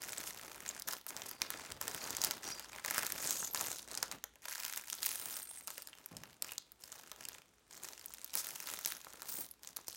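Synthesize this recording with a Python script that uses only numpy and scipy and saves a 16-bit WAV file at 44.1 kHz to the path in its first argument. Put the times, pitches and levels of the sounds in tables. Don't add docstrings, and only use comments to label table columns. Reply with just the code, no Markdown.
import sys
import numpy as np
from scipy import signal
from scipy.fft import rfft, irfft
from scipy.io import wavfile
from scipy.ndimage import uniform_filter1d

SR = 44100
rng = np.random.default_rng(int(sys.argv[2]) if len(sys.argv) > 2 else 0)


def persist_wave(psi):
    counts = np.round(np.clip(psi, -1, 1) * 32767).astype(np.int16)
    wavfile.write(sys.argv[1], SR, np.atleast_2d(counts).T)


N = 439236
TIME = np.arange(N) / SR

FILM_BANDS = [(2800, 9000), (600, 2800), (9000, 17000)]
# time in seconds, pitch in Hz,
# dB added to the level of the dull rubbing.
SHEET_IN_HAND = [(0, 1404, -4.5), (2.4, 1367, 0.5), (2.95, 1626, -11.5), (3.3, 1379, 1), (4.15, 1392, 0.5),
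                 (4.5, 2404, -23.5), (5.3, 2500, -5.5), (6.4, 1406, -4.5), (7.9, 1555, -3.5),
                 (8.7, 1401, -10.5), (9.4, 1153, 0.5), (9.9, 944, -2.5)]
# start and end in seconds, pitch and width of the ring in Hz, level in dB.
BRICK_SLIDES = [(1.252, 1.70, 4700, 200, -69.5), (1.842, 2.345, 4770, 340, -59.5),
                (2.431, 2.553, 5750, 140, -51.5), (2.464, 2.67, 4870, 162, -63),
                (3.181, 3.507, 6700, 600, -49.5), (3.205, 3.462, 8050, 400, -53),
                (3.212, 3.777, 12400, 240, -55), (5.10, 5.617, 8680, 221, -55),
                (5.55, 5.90, 8700, 200, -64.5), (9.28, 9.455, 8760, 260, -55),
                (9.274, 9.428, 15100, 700, -49)]


def undb(db):
    return np.exp(np.asarray(db) * (np.log(10) / 20))


def unit(x):
    return x / np.sqrt(np.mean(x ** 2) + 1e-18)


def burst(x):
    return x * np.sqrt(SR / 1000 / np.sum(x ** 2, axis=-1, keepdims=True))


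def band(x, lo, hi, order=2):
    sos = signal.butter(order, [lo, min(hi, SR / 2 - 1)], "band", fs=SR, output="sos")
    return signal.sosfilt(sos, x + 1e-18)


def colour(x, points):
    hz, db = np.transpose(points)
    f = np.maximum(np.fft.rfftfreq(len(x), 1 / SR), 1)
    return irfft(rfft(x) * undb(np.interp(np.log(f), np.log(hz), db)), len(x))


def curves(table):
    times, *columns = np.transpose(table)
    return [np.interp(TIME, times, column) for column in columns]


def add(out, start, x):
    i = max(int(start * SR), 0)
    out[i:i + len(x)] += x[:max(N - i, 0)]


def fade(t, t60):
    return np.exp(-np.log(1000) * t / t60)


def steady(x, seconds):
    k = int(seconds * SR)
    power = uniform_filter1d(uniform_filter1d(x ** 2, k), k)
    return x / np.sqrt(np.abs(power) + 1e-12)


def contacts(per_second, spread_db):
    at = np.flatnonzero(rng.random(N) < per_second / SR)
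    out = np.zeros(N)
    out[at] = undb(spread_db * np.minimum(rng.exponential(size=N)[at], 4))
    return out


def grains(hits, t60, tail_db, tail_t60):
    crack, flutter = (signal.lfilter([1], [1, -fade(2 / SR, d)], hits ** 2 + 1e-18)
                      for d in (t60, tail_t60))
    return np.sqrt(crack + undb(tail_db) ** 2 * flutter) * rng.standard_normal(N)


def room_tone():
    # frequency in Hz, relative level in dB.
    hiss_tone = [(30, -22), (60, -6), (90, -16), (160, -14.5), (400, -15), (600, -21), (1700, -23.5),
                 (9000, -28.5), (15000, -46)]
    drone = unit(band(rng.standard_normal(N), 53.0, 58.7)) * undb(np.interp(TIME, [4.4, 4.5], [-78, -86]))
    hiss = undb(-72.5) * unit(colour(rng.standard_normal(N), hiss_tone))
    return hiss + drone


def room(x):
    t = TIME[:22050]
    floor = rng.standard_normal(len(t)) * (t > .002) * fade(t, 0.01)
    echo = undb(-12.5) * floor / np.linalg.norm(floor)
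    for lo, hi, t60, db in [(151, 1950, 0.27, -11), (2450, 4130, 0.34, -10),
                            (4070, 6900, 0.22, -17), (7840, 16000, 0.13, -22)]:
        tail = band(rng.standard_normal(len(t)), lo, hi) * fade(t, t60) * np.clip(t / 0.016, 0, 1) ** 2
        echo += undb(db) * np.sqrt((hi - lo) / (SR / 2)) * tail / np.linalg.norm(tail)
    return x + signal.fftconvolve(x, echo)[:N]


def bumps():
    # start in seconds, level in dB, pitch in Hz, seconds to die away.
    floor_bumps = [(1.70, -55.5, 88.5, 0.65), (2.24, -57, 160, 0.33), (4.12, -55, 225, 0.26),
                   (4.921, -74, 270, 0.089), (5.043, -71, 278, 0.24), (6.111, -50.5, 191, 0.11),
                   (6.129, -55.5, 163.8, 0.68), (9.385, -53, 383, 0.12)]
    out, t = np.zeros(N), TIME[:16384]
    for start, db, hz, t60 in floor_bumps:
        boom = unit(band(rng.standard_normal(len(t)), hz * 0.55, hz * 1.3))
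        scuff = unit(band(rng.standard_normal(len(t)), 230, 890))
        shape = fade(t, t60) * (1 - fade(t, 0.0028))
        add(out, start, undb(db) * (boom + undb(-4) * scuff) * shape)
    return out


def rubbing(body_db):
    _, rub_db = curves(SHEET_IN_HAND)
    slips = grains(contacts(per_second=400, spread_db=3.5), t60=0.02, tail_db=2, tail_t60=0.053)
    dull = colour(slips, [(35, -24), (80, -5.5), (150, -3.5), (300, -0.5),
                          (580, -1.5), (900, -2), (3000, -20)])
    effort = uniform_filter1d(undb(3 + body_db + rub_db), SR // 16)
    return effort * steady(dull, 0.6)


def slides():
    pings_per_second = 22
    out, t = np.zeros(N), TIME[:1536]
    for start, end, hz, width, db in BRICK_SLIDES:
        taps = contacts(per_second=420, spread_db=4)[:int((end - start) * SR)]
        ring = band(taps, hz - width / 2, hz + width / 2, order=1)
        add(out, start, undb(db) * unit(steady(ring, 0.15) * signal.windows.tukey(len(ring), .3)))
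        for when, pitch, size in rng.random((round(pings_per_second * (end - start)), 3)):
            ping_hz = min(hz * 2 ** (pitch - .4), SR / 2)
            ping = np.sin(2 * np.pi * ping_hz * t) * fade(t, 0.039)
            add(out, start + when * (end - start), undb(db + 3.5 + 14.7 * size) * burst(ping))
    return out


def clinks():
    # start in seconds, level in dB, pitch in Hz.
    knocks = [(0.122, -36, 7650), (0.181, -31, 7730), (0.679, -37, 7200), (0.69, -29.5, 7100),
              (1.419, -27.5, 2320), (1.540, -37, 1930), (2.318, -36, 6140), (2.883, -32.5, 1840),
              (2.981, -27.5, 1710), (3.396, -48, 6850), (3.408, -39, 8250), (3.428, -38, 1530),
              (3.447, -30, 6770), (3.535, -33, 12600), (5.341, -38, 5500), (5.931, -43.5, 2980),
              (6.492, -41.5, 2770), (6.520, -39, 2720), (7.253, -44, 2700), (9.069, -43, 1255),
              (9.142, -47.5, 1200), (9.512, -39, 11600), (9.789, -46, 1160), (9.883, -45, 854)]
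    out, t = np.zeros(N), TIME[:4096]
    for start, db, hz in knocks:
        stiffness = min(hz / 3600, 1)
        ring = sum(gain * np.sin(2 * np.pi * min(hz * ratio, SR / 2) * t) * fade(t, t60 * stiffness)
                   for ratio, gain, t60 in [(1.032, 1, 0.016), (0.93, 0.37, 0.032), (1.7, 0.11, 0.048)])
        tick = band(fade(t, 0.01) * rng.standard_normal(len(t)), hz / 3, hz * 2)
        add(out, start, undb(db) * (burst(ring) + undb(-7.5) * burst(tick)))
    return out


def swishes():
    # start in seconds, length in seconds, relative level in dB.
    finger_slips = [(0.242, 0.072, -49), (1.075, 0.031, -46), (1.255, 0.019, -49), (1.282, 0.018, -45),
                    (8.346, 0.087, -41.5)]
    out = np.zeros(N)
    for start, length, db in finger_slips:
        hiss = band(rng.standard_normal(SR // 4), 4600, 13400)[:int(length * SR)]
        add(out, start, undb(db) * unit(hiss) * np.hanning(len(hiss)))
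    return out


def snaps():
    # start in seconds, relative crack level in dB,
    # then body and sheen in dB compared with the crack.
    loud_snaps = [(0.7975, -43, -23, 5), (0.8216, -38.5, -24, -3), (0.8813, -42.5, -1, 7),
                  (0.8864, -35, -0.5, 1), (0.934, -37.5, -1.5, -14), (1.0656, -50, 4, 14),
                  (1.1659, -35.5, -6.5, -13), (1.2195, -37, -5, -12), (1.3126, -46.5, -7, 9),
                  (1.4182, -25.5, -20, -7), (1.504, -35, -3.5, 2), (1.72, -35.5, -19, -4),
                  (1.8135, -34.5, -2, 2), (1.8802, -33.5, -1, -1.5), (1.947, -37, -1.5, -1),
                  (2.106, -34, -9, -2), (2.168, -32, -26, -4), (2.2166, -28.5, -26, -6),
                  (2.2389, -27.5, -15, -4), (2.2473, -26, -32, 3), (2.31, -29.5, -7, -3),
                  (2.596, -40.5, -5, -3), (2.848, -44, 7, -3), (2.8607, -35.5, -2, 0),
                  (2.9095, -34.5, 2, 4.5), (2.981, -27.5, -10, -4), (3.0316, -34, 3.5, 0),
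                  (3.0663, -32, -11, -1), (3.1221, -38.5, -18, 8), (3.3079, -28.5, -14, -1),
                  (3.5472, -29, -4, -10), (3.6106, -30, -6, -1), (3.716, -34, -16, -13),
                  (3.9143, -39, -19, -12), (3.9514, -36.5, -15, -10), (3.9753, -31, -15, -11),
                  (4.0286, -27, -4.5, -5), (4.1147, -35, -8, -7), (4.24, -35.5, -6, -2),
                  (4.357, -59.5, 6.5, 2), (4.4572, -48.5, 3.5, 3), (4.65, -34, -10, -2),
                  (4.7608, -41, -22, 5), (4.7754, -36, -12, -1), (4.9004, -36, -29, 0),
                  (4.9296, -31, -12, -19), (5.0617, -36.5, -18, 11), (5.367, -39, -16, -8),
                  (5.674, -42.5, -13, 5.5), (5.679, -39.5, 0, -6), (5.7042, -42.5, -2, 1),
                  (5.78, -43.5, 2.5, 5), (5.8215, -47, -12, 6), (5.873, -42, -10, -3),
                  (6.06, -58.5, 0, 20.5), (6.168, -39, -28, -15), (6.2358, -46.5, 3, -3),
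                  (6.423, -31, -15, -1), (6.4455, -40.5, -4, -8), (6.5198, -45, -4, 8),
                  (6.581, -31.5, -30, -9), (6.719, -55.5, -6, 9.5), (6.8389, -44.5, -27, -6),
                  (6.9198, -41.5, -30, -24), (7.1161, -39, -5.5, -8), (7.2525, -38.5, -23, -5),
                  (7.287, -42.5, -16, 8), (7.735, -50, -5, -18), (7.835, -42, -15, 0),
                  (8.0596, -59, -11, 23), (8.138, -46, -22, 6), (8.2448, -43, -28, 7.5),
                  (8.3533, -35.5, -5, 11.5), (8.469, -45, -3, 7), (8.849, -32, -19, -18),
                  (8.859, -34, -10, 7), (9.2201, -41.5, 0.5, 0), (9.6334, -47.5, -11, -1),
                  (9.6737, -39.5, -30, -12), (9.764, -43.5, -23, 5), (9.7685, -38, -8.5, 7),
                  (9.8823, -38.5, -18, 2)]
    starts, db, body_db, sheen_db = np.transpose(loud_snaps)
    out, t = np.zeros(N), TIME[:1536]
    shape = fade(t, .002) + undb(-16) * fade(t, .014)
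    sheet_hz = np.interp(starts, *np.transpose(SHEET_IN_HAND)[:2])[:, None]
    clicks = 0
    for (lo, hi), share_db, middle_hz in zip(FILM_BANDS, (0 * db, body_db, sheen_db),
                                             (5900, sheet_hz, 12500)):
        hz = middle_hz * 2 ** rng.uniform(-0.17, 0.5, (len(starts), 1))
        ring = np.sin(2 * np.pi * hz * t) * fade(t, 9 / hz)
        noise = band(shape * rng.standard_normal((len(starts), len(t))), lo, hi, order=3)
        clicks = clicks + undb(share_db)[:, None] * burst(burst(noise) + .85 * burst(ring))
    flaps = burst(band(fade(t, 0.064) * rng.standard_normal((len(starts), len(t))), 284, 1550))
    sounds = undb(db)[:, None] * (clicks + undb(body_db)[:, None] * flaps)
    for start, sound in zip(starts, sounds):
        add(out, start, sound)
    return out


def pouring():
    on = np.zeros(N)
    for start, end, *_ in BRICK_SLIDES:
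        on[int(start * SR):int(end * SR)] = 1
    return uniform_filter1d(on, SR // 20)


def gripping():
    # start and end in seconds, relative crack level in dB,
    # then body and sheen in dB compared with the crack.
    grips = [(0.0, 0.316, -53, -2, -3), (0.35, 0.664, -60.5, 2.5, -1.5), (0.642, 0.777, -57, 0, -10),
             (0.866, 0.929, -48, -5, -0.5), (1.064, 1.32, -59, 1.5, -4), (1.396, 1.462, -57.5, 1.5, -8),
             (1.49, 1.729, -57.5, 0.5, -10), (1.793, 2.04, -54.5, -1, -3.5), (2.022, 2.347, -53, -1.5, -8),
             (2.212, 2.266, -47, -3.5, -6), (2.421, 2.514, -51, -2, -7.5), (2.557, 2.69, -60.5, 0.5, -10),
             (2.707, 2.83, -60.5, 6.5, -5), (2.83, 3.236, -50, -2, -4), (2.935, 2.98, -46.5, 3.5, -1),
             (3.227, 3.338, -44.5, -9, -5.5), (3.35, 3.476, -51.5, -9.5, -7), (3.54, 3.673, -47, -5, -4),
             (3.671, 3.797, -51.5, -10.5, -6), (3.87, 4.054, -55, -3.5, -10), (4.104, 4.119, -53, 3, -7),
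             (4.417, 4.48, -57, 3, -2), (4.47, 4.793, -51.5, -1, -0.5), (4.864, 4.99, -54, -5, -1),
             (5.009, 5.083, -44, -5.5, -0.5), (5.09, 5.396, -53.5, -4, 4.5),
             (5.458, 5.614, -62.5, -2.5, -0.5), (5.665, 5.81, -59, -9, -3), (5.842, 6.33, -68.5, 0.5, -4),
             (6.415, 6.537, -60, -2.5, -2), (6.795, 6.903, -61.5, -5, -4), (6.907, 6.965, -58.5, -2, -4),
             (6.97, 7.153, -65.5, 1.5, -3), (7.169, 7.366, -60, -1, -7), (7.69, 8.32, -60.5, -5.5, -6),
             (7.81, 7.895, -55.5, -3.5, -5), (8.323, 8.402, -48, -5.5, -3), (8.421, 8.817, -53.5, -4, -0.5),
             (8.656, 8.735, -51.5, -1.5, -2), (8.831, 8.92, -48, -4.5, -0.5),
             (8.978, 9.285, -62.5, -2.5, -1.5), (9.253, 9.42, -53.5, -9, 2.5),
             (9.618, 9.707, -62, -5.5, -4), (9.751, 9.83, -67, -3.5, -6), (9.86, 9.954, -55.5, -11, -5)]
    # relative levels of crack, body and sheen in dB.
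    resting_db = [-83.5, -82, -86]
    rise_s, sag_db, settle_s = 0.02, 2, 0.33
    power = undb(resting_db)[:, None] ** 2 * np.ones(N)
    for start, end, db, body_db, sheen_db in grips:
        span = slice(max(int(start * SR), 0), int((end + settle_s) * SR))
        t, hold = TIME[span] - start, end - start
        rise = np.clip(t / rise_s, 0, 1)
        sag = undb(-sag_db * t / hold)
        settle = fade(np.maximum(t - hold, 0), settle_s)
        gains = undb(db + np.array([[0], [body_db], [sheen_db]]))
        power[:, span] += (gains * rise * sag * settle) ** 2
    return 10 * np.log10(power)


def crinkle(crack_db, body_db, sheen_db):
    creases_per_second, usual_grip_db = 330, -53.5
    sheet_hz, _ = curves(SHEET_IN_HAND)
    pour = pouring()
    busyness = undb(.55 * (crack_db - usual_grip_db) + 6.4 * pour)
    hits = contacts(creases_per_second * busyness, spread_db=6)
    at = np.flatnonzero(hits)

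    def swarm(lo, hi, t60):
        middle, creases = np.sqrt(lo * hi), 0
        for bottom, top, gain in ((lo, middle, .75), (middle, hi, 1)):
            share = hits.copy()
            share[at] *= undb(5 * rng.standard_normal(N)[at])
            creases = creases + gain * band(grains(share, t60, tail_db=-17, tail_t60=.016), bottom, top)
        hiss = unit(band(rng.standard_normal(N), lo, hi, order=3))
        return steady(creases, 0.035) + undb(-8.5 + pour) * hiss

    crack, body, sheen = (swarm(lo, hi, t60) for (lo, hi), t60 in zip(FILM_BANDS, (.003, .005, .0022)))
    ringing = signal.lfilter([1], [1, -fade(1 / SR, 0.0016)], hits * rng.standard_normal(N) + 1e-18)
    hollow = steady(ringing * np.sin(2 * np.pi * np.cumsum(sheet_hz) / SR), 0.035)
    body = undb(1.5) * body + undb(-3) * hollow
    return undb(crack_db) * crack + undb(body_db) * body + undb(sheen_db) * sheen


def scene():
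    # frequency in Hz, boost or cut in dB.
    film_tone = [(200, -7), (500, -6), (900, -2.5), (1600, 0.5), (2400, -1.5), (3300, -0.5), (5000, 2.5),
                 (6500, 4), (8500, 2), (11000, 3.5), (15500, 2.5)]
    crack_db, body_db, sheen_db = gripping()
    film = colour(crinkle(crack_db, body_db, sheen_db) + snaps() + swishes(), film_tone)
    bags_and_bricks = room(film + clinks() + slides())
    return (bags_and_bricks + rubbing(body_db) + bumps() + room_tone())[None]


def record(dry):
    lowest_hz, highest_hz = 42, 16100
    thin = signal.sosfilt(signal.butter(4, lowest_hz, "high", fs=SR, output="sos"), dry)
    return signal.sosfilt(signal.ellip(10, .2, 70, highest_hz, fs=SR, output="sos"), thin)


dry = scene()
out = record(dry)
persist_wave(out)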